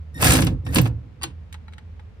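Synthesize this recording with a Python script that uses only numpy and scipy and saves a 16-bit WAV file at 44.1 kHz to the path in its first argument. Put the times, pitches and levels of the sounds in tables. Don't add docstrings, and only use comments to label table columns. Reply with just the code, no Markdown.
import sys
import numpy as np
from scipy import signal
from scipy.fft import rfft, irfft, next_fast_len
from scipy.io import wavfile
from scipy.ndimage import uniform_filter1d

SR = 44100
rng = np.random.default_rng(int(sys.argv[2]) if len(sys.argv) > 2 else 0)


def dump_mix(stems):
    frames = np.atleast_2d(stems).T
    limited = np.clip(frames, -1, 1)
    pcm = np.round(limited * 32767).astype(np.int16)
    wavfile.write(sys.argv[1], SR, pcm)


N = 97020

# frequency in Hz, relative density in dB.
GEAR_COLOUR = [(150, -15.5), (500, 7.5), (1100, 1), (1900, 4.5), (3500, -3), (5500, -3.5), (6900, -4.5),
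               (9000, -4), (13200, -7), (16200, -10)]
# frequency in Hz, relative level in dB, 60 dB decay time in s.
BRACKET_MODES = [(327.6, -4, 0.14), (468, -22.5, 0.22)]
# frequency in Hz, correlation from -1 to 1.
LIKENESS = [(60, 0.97), (130, 0.98), (290, 0.832), (640, 0.2), (5000, 0.48), (8000, 1)]

WHINE_HZ = 1845
RING_S = 0.45


def strokes(clamp_db=-8):
    # start in seconds, knock level in dB, brightness in dB per octave, bed thump in dB.
    blows = [(0.2247, -11.5, -2.5, -22), (0.2487, -12, -2.5, -18.5), (.269, -12, 4, -16.5),
             (.286, -17, 5.5, -16.5), (0.3045, -12, 5.5, -19), (0.3204, -15.5, 1, -16),
             (0.3358, -14, 8.5, -15), (.352, -16.5, 1.5, -32), (0.367, -26.5, 1.5, -16.5),
             (0.387, -15.5, -6, -20), (0.4208, -18.5, -1, -14), (0.435, -28.5, -20, -31.5),
             (0.4675, -20, -2.5, -23), (.513, -50, -16, -22.5), (.664, -30.5, -3.5, -30.5),
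             (0.7418, -28, -0.5, -27.5), (.757, -12.5, 0, -9), (0.766, -19, 1.5, -8.5),
             (0.7825, -12, -0.5, -10.5), (0.8553, -25.5, -8.5, -26), (0.8604, -25.5, -6, -26)]
    # start in seconds, level in dB.
    jolts = [(.759, -14), (.79, -27)]
    # frequency in Hz, relative density in dB.
    knock_colour = [(120, -26), (350, -6.5), (700, -2), (950, 1), (1250, -2.5), (1900, -1), (2700, 0.5),
                    (3400, -3), (4200, -4.5), (5300, -6.5), (6800, -9), (9000, -9), (15000, -34.5)]
    # frequency in Hz, level in dB, 60 dB decay time in s.
    clamp_modes = [(1044.6, -6.5, .06), (1296, -8, .06), (1659, -5, .05), (2326, -0.5, 0.033),
                   (2757, -9, .06), (3430, -3.5, 0.083), (4700, -12, .05)]
    bed_modes = [(58.3, -17.5, 0.65), (113.52, -13.5, 0.65), (127, -10, 0.32), (170.3, -0.5, 0.17),
                 (260.3, -2, 0.16), (320.1, -1.5, 0.11), (452.8, -8, 0.066), (512.8, -8, 0.12),
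                 (610, -16.5, 0.05), (675, -22, 0.033)]

    out = np.zeros((2, N))
    bed_thump = thump(bed_modes, rise_s=0.012)
    for s, db, tilt_db, thump_db in blows:
        knock = burst(knock_colour, tilt_db, rise_s=0.0027, t60=0.045, tail_db=-14.5)
        add(out, s, amp(db) * knock)
        add(out, s, amp(db + clamp_db) * clang(clamp_modes, 0))
        add(out, s, amp(thump_db) * bed_thump)
    for s, db in jolts:
        add(out, s, amp(db) * thump(BRACKET_MODES, rise_s=0.0047))
    return out


def pawl(width_octaves=0.521, skirt_db=-16, tick_t60=0.014, ring_db=-20, ring_t60=0.052):
    # start in seconds, relative level in dB, centre of the spectral peak in Hz.
    ticks = [(.216, -14, 13000), (0.2228, -15.5, 10000), (.243, -13, 13300), (0.2465, -13, 10100),
             (.249, -12, 9500), (0.261, -16, 10000), (0.2657, -16, 10100), (0.283, -12.5, 13100),
             (.2945, -17, 9500), (.305, -19, 9550), (0.3196, -10.5, 9540), (0.3344, -10, 9500),
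             (0.356, -17, 9440), (.407, -24, 9700), (0.4188, -21, 8600), (.4465, -25.5, 12000),
             (.467, -28, 10200), (.713, -44, 13600), (.725, -48, 13000), (0.747, -16, 10400),
             (0.756, -16.5, 11300), (0.773, -18, 14000), (0.784, -26, 9500), (0.8151, -17, 15000)]

    out = np.zeros((2, N))
    t = np.arange(4096) / SR
    decay = amp(-60 * t / tick_t60) + amp(ring_db - 60 * t / ring_t60)
    grid = np.geomspace(500, 20000, 40)
    for s, db, hz in ticks:
        octaves = np.log2(grid / hz)
        peak = np.exp(-(octaves / width_octaves) ** 2) + amp(skirt_db) * grid / hz
        colour_db = 20 * np.log10(peak) + read(GEAR_COLOUR, grid)
        tick = decay * noise(len(t), list(zip(grid, colour_db)))
        add(out, s, amp(db - 1.0) * tick)
    return out


def gears(teeth_per_s=900, spread_db=2.5, tooth_s=0.00083, rub=0.076, whine_db=-9):
    # time in seconds, envelope level in dB.
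    runs = [
        [(.15, -61.5), (.192, -43.5), (.21, -28.5), (.245, -17.5), (.33, -20.5), (.37, -22), (.40, -30.5),
         (.46, -40.5), (.48, -42.5), (.50, -55), (.53, -64)],
        [(.655, -68), (.667, -59.5), (.72, -47.5), (.738, -33), (.762, -30), (.795, -36), (.83, -44),
         (.875, -41), (.905, -72)],
    ]

    contacts = rng.random(N) < teeth_per_s / SR
    hits = contacts * amp(spread_db * rng.standard_normal(N))
    power = signal.lfilter([1], [1, -np.exp(-1 / (tooth_s * SR))], hits)
    grain = np.sqrt(power / power.mean() + rub)
    chatter = steadied(grain * noise(N, GEAR_COLOUR), smooth_s=0.008)
    motor = np.sin(2 * np.pi * WHINE_HZ * np.arange(N) / SR + wander(N, 60))
    return (chatter + amp(whine_db) * motor) * sum(level(run) for run in runs)


def whine(flutter_db=4.5):
    # start in seconds, length in seconds, level in dB.
    starts = [(.141, 0.062, -43.5), (0.648, 0.073, -46.5)]
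    harmonics_db = [5, -9, -5.5, -6.5, -9.5, -11.5, -15, -18.5]
    duty_start, duty_end, duty_ramp_s = 0.054, 0.48, 0.047
    rate_jitter, rise_s, fall_s = 0.004, 0.0055, 0.011

    out = np.zeros((2, N))
    for s, length, db in starts:
        t = np.arange(int(length * SR)) / SR
        turns = np.cumsum(WHINE_HZ * (1 + rate_jitter * wander(len(t), 200))) / SR
        shape = np.minimum(t / rise_s, 1) * np.minimum((length - t) / fall_s, 1)
        duty = duty_end + (duty_start - duty_end) * np.exp(-t / duty_ramp_s)
        for k, part_db in enumerate(harmonics_db, 1):
            pulse_gain = np.sin(np.pi * k * duty)
            phase = 2 * np.pi * (k * turns + rng.random())
            tone = pulse_gain * np.sin(phase + wander(len(t), 60) / (k + 1))
            gain = amp(db + part_db + flutter_db * wander(len(t), 90))
            add(out, s, gain * shape * tone)
    return out


def socket(modes_db=-8, loose_db=-5):
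    # start in seconds, level in dB, brightness in dB per octave, push on the bracket in dB.
    clinks = [(1.213, -41, -6, -76), (1.2208, -33.5, -2, -32), (1.2313, -24.5, 5, -58),
              (1.2351, -22, 0, -55), (1.238, -26, -4, -23), (1.302, -52, -6, -66)]
    # start in seconds, level in dB, noise brightness in dB per octave.
    rattles = [(1.526, -37.5, 8), (1.5419, -37, 1), (1.547, -43.5, -9.5), (1.681, -42.5, -3.5),
               (1.724, -52, 2), (1.7344, -43, 1), (1.781, -39, 0), (1.9951, -45, -3)]
    # frequency in Hz, relative density in dB.
    clink_colour = [(150, -45), (330, -18), (620, -12), (950, 2), (1500, -4.5), (3000, 1.5), (6000, -10),
                    (9500, -10.5), (14500, -20), (16000, -39)]
    rattle_colour = [(300, -33.5), (680, -28.5), (880, 3), (1100, -9), (1400, 0.5), (3800, -10),
                     (5500, -20), (8000, -20), (10000, -29.5), (16000, -39.5)]
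    # frequency in Hz, relative level in dB, 60 dB decay time in s.
    socket_modes = [(816, -15, 0.18), (1135, -3, 0.053), (1503, -7.5, 0.11), (1893, -9, 0.15),
                    (2770, -1.5, 0.086), (3310, -7, 0.095), (4190, -8.5, 0.09), (4687, 2, 0.058),
                    (5800, -14, 0.046), (6920, 0.5, 0.065), (8820, 1.5, 0.021), (9900, -5.5, 0.036)]
    loose_modes = [(857, -7, 0.085), (1382, -6, 0.04), (1890, -3, 0.042), (2227, -4, 0.052),
                   (3300, -12.5, 0.043), (3970, -4.5, 0.049), (6850, -18.5, 0.053), (11000, -13.5, 0.047)]

    out = np.zeros((2, N))
    for s, db, tilt_db, push_db in clinks:
        scrape = burst(clink_colour, tilt_db, rise_s=0.0018, t60=0.042, tail_db=-14.5)
        add(out, s, amp(db) * (scrape + amp(modes_db) * clang(socket_modes, tilt_db)))
        add(out, s, amp(push_db) * thump(BRACKET_MODES, rise_s=0.014))
    for s, db, tilt_db in rattles:
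        tap = burst(rattle_colour, tilt_db, rise_s=0.0008, t60=0.039, tail_db=-18.5)
        add(out, s, amp(db) * (tap + amp(loose_db) * clang(loose_modes, tilt_db / 2)))
    return out


def housing(x, ripple_db=2.5, ripple_hz=130):
    # frequency in Hz, width in Hz, boost in dB.
    resonances = [(749, 31, 5), (1108, 18.54, 4), (2580, 72, 4.5), (5300, 130, 1), (8900, 80, -0.5)]

    size = 8192
    hz = np.fft.rfftfreq(size, 1 / SR)
    lag = np.arange(size) / SR
    ripple = rfft(rng.standard_normal((2, size)) * np.exp(-(lag * ripple_hz) ** 2)).real
    db = ripple_db * unit(ripple) * np.minimum(hz / 2000, 1)
    db = db + sum(boost / (1 + (2 * (hz - f) / width) ** 2) for f, width, boost in resonances)
    cepstrum = irfft(np.log(amp(db)))
    cepstrum[:, 1:size // 2] *= 2
    cepstrum[:, size // 2 + 1:] = 0
    response = irfft(np.exp(rfft(cepstrum)))
    response = response / np.linalg.norm(response, axis=1, keepdims=True)
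    return signal.fftconvolve(x, response, axes=1)[:, :N]


def ports(x, delay_s=0.0002189, corner_hz=1200):
    hz = np.fft.rfftfreq(N, 1 / SR)
    delay = delay_s * hz ** 4 / (hz ** 4 + corner_hz ** 4)
    left = irfft(rfft(x[0]) * np.exp(-2j * np.pi * hz * delay), N)
    return np.array([left, x[1]])


def bed_shake():
    # time in seconds, level in dB.
    shake = [(.16, -36), (.21, -30), (.255, -19.5), (.33, -22.5), (.42, -18), (.51, -23), (.60, -43.5),
             (.695, -26), (.745, -29), (.785, -15), (.88, -25.5), (.98, -43), (1.04, -47), (1.22, -51.5),
             (1.27, -38), (1.4, -58)]
    rumble = [(.18, -46.5), (.30, -16.5), (.37, -34), (.45, -40), (.535, -23), (.63, -31.5), (.72, -26.5),
              (.79, -26.5), (.86, -34.5), (.94, -26.5), (1.04, -44.5)]
    # frequency in Hz, relative density in dB.
    shake_colour = [(30, -55), (55, -15), (85, -1), (115, 6), (170, -2), (215, -13.5), (260, -6),
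                    (335, -11), (395, -25), (495, -14.5), (620, -32), (1000, -32), (2000, -50), (6000, -73)]
    rumble_colour = [(33, -46), (43, -18.5), (57, -6), (85, -3), (130, -16), (1000, -93)]

    shaking = level(shake) * steadied(noise(N, shake_colour))
    return shaking + level(rumble) * steadied(noise(N, rumble_colour))


def street(air_db=-43.5, hum_db=-1.5, second_db=-17):
    # time in seconds, mean pitch in Hz, level in dB before the hum_db gain.
    engine = [(0, 77.2, -35.5), (0.149, 78.7, -35), (1.0, 77.74, -49), (1.2, 77.2, -46.5),
              (1.38, 79.5, -36.5), (1.549, 82.73, -40.5), (1.72, 79.46, -45), (1.9, 83.4, -41),
              (2.05, 83.7, -45.5), (2.12, 83.5, -57), (2.2, 85.3, -41)]
    # frequency in Hz, relative density in dB.
    air_colour = [(28, -28), (55, 3), (90, 3.5), (130, -10.5), (240, -12.5), (330, -26), (430, -19),
                  (680, -28), (2400, -34.5), (5000, -46), (9000, -57.5), (16000, -67.5)]
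    # frequency in Hz, left-right correlation.
    air_likeness = [(60, 1), (300, 0.31), (2000, 0.086)]

    t = np.arange(N) / SR
    s, hz, db = np.transpose(engine)
    pitch = np.interp(t, s, hz) * (1 + 0.015 * wander(N, 4.2))
    phase = 2 * np.pi * np.cumsum(pitch) / SR
    tone = np.sin(phase) + amp(second_db) * np.sin(2 * phase)
    hum = amp(np.interp(t, s, db) + 1.5 * wander(N, 14)) * tone
    air = amp(air_db) * noise(N, air_colour, same=air_likeness)
    return np.sqrt(2) * amp(hum_db) * hum * sides(hz[0]) + air


def burst(colour, tilt_db, rise_s, t60, tail_db):
    # band centre in Hz, 60 dB decay time in s.
    wall_decay = [(200, 0.1), (800, 0.2), (3000, 0.17), (8000, .14), (15000, 0.066)]

    t = np.arange(next_fast_len(int(RING_S * SR))) / SR
    hz = np.fft.rfftfreq(len(t), 1 / SR)
    centres = [f for f, _ in wall_decay]
    wash = rfft(noise(len(t), colour, tilt_db))
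    tail = 0
    for weights, (_, decay) in zip(np.eye(len(centres)), wall_decay):
        band = irfft(wash * read(list(zip(centres, weights)), hz), len(t))
        tail = tail + band * amp(-60 * t / decay)
    crack = steadied(noise(len(t), colour, tilt_db), smooth_s=0.003) * amp(-60 * t / t60)
    return np.minimum(t / rise_s, 1) * (crack + amp(tail_db) * tail)


def ring(modes, tilt_db=0):
    t = np.arange(int(RING_S * SR)) / SR
    out = 0
    for hz, db, t60 in modes:
        skew = np.array([[0.5], [-0.5]]) * np.arccos(np.clip(read(LIKENESS, hz), -1, 1))
        envelope = amp(db + tilt_db * np.log2(hz / 3000) - 60 * t / t60)
        out = out + sides(hz) * envelope * np.sin(2 * np.pi * hz * t + skew)
    return out


def thump(modes, rise_s):
    body = ring(modes)
    rise = np.minimum(np.arange(body.shape[1]) / SR / rise_s, 1)
    return body * np.sin(np.pi / 2 * rise) ** 2


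def clang(modes, tilt_db, rise_s=0.00084, vary_db=3.0):
    struck = [(hz, db + vary_db * rng.standard_normal(), t60) for hz, db, t60 in modes]
    body = ring(struck, tilt_db)
    return body * np.minimum(np.arange(body.shape[1]) / SR / rise_s, 1)


def noise(n, colour, tilt_db=0, same=LIKENESS):
    hz = np.fft.rfftfreq(n, 1 / SR)
    a, b = rfft(rng.standard_normal((2, n)))
    c = np.clip(read(same, hz), -0.999, 0.999)
    mid, side = a * np.sqrt(1 + c), b * np.sqrt(1 - c)
    shape = amp(read(colour, hz) + tilt_db * np.log2(np.maximum(hz, 500)))
    return unit(irfft(np.array([mid + side, mid - side]) * shape * sides(hz), n))


def sides(hz):
    # frequency in Hz, left minus right in dB.
    balance = [(60, -2), (200, -4), (380, -2), (700, 4.5), (1300, 1.5), (2400, -0.5), (8000, -0.5)]
    return amp(np.array([[0.5], [-0.5]]) * read(balance, hz))


def steadied(x, smooth_s=0.035):
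    width = max(int(smooth_s * SR), 2)
    power = uniform_filter1d((x ** 2).mean(0), width)
    return unit(x / np.sqrt(uniform_filter1d(power, width) + 1e-9))


def wander(n, hz):
    f = np.fft.rfftfreq(N, 1 / SR)
    return unit(irfft(rfft(rng.standard_normal(N)) / (1 + (f / hz) ** 4), N))[:n]


def level(points):
    s, db = np.transpose(points)
    t = np.arange(N) / SR
    outside = np.maximum(np.maximum(s[0] - t, t - s[-1]), 0)
    return amp(np.interp(t, s, db)) * np.exp(-(outside / 0.015) ** 2)


def read(points, hz):
    f, value = np.transpose(points)
    return np.interp(np.log(hz + 1), np.log(f + 1), value)


def add(mix, s, sound):
    part = mix[:, round(s * SR):][:, :sound.shape[-1]]
    part += sound[..., :part.shape[1]]


def amp(db):
    return 10 ** (np.asarray(db) / 20)


def unit(x):
    return x / np.sqrt(np.mean(x ** 2) + 1e-20)


def scene():
    tool = housing(strokes() + pawl() + gears()) + whine() + socket()
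    return ports(tool) + bed_shake() + street()


def record(dry):
    lowpass = signal.firwin(255, 15800, window=("kaiser", 8), fs=SR)
    return signal.oaconvolve(dry, lowpass[None], "same")


dry = scene()
out = record(dry)
dump_mix(out)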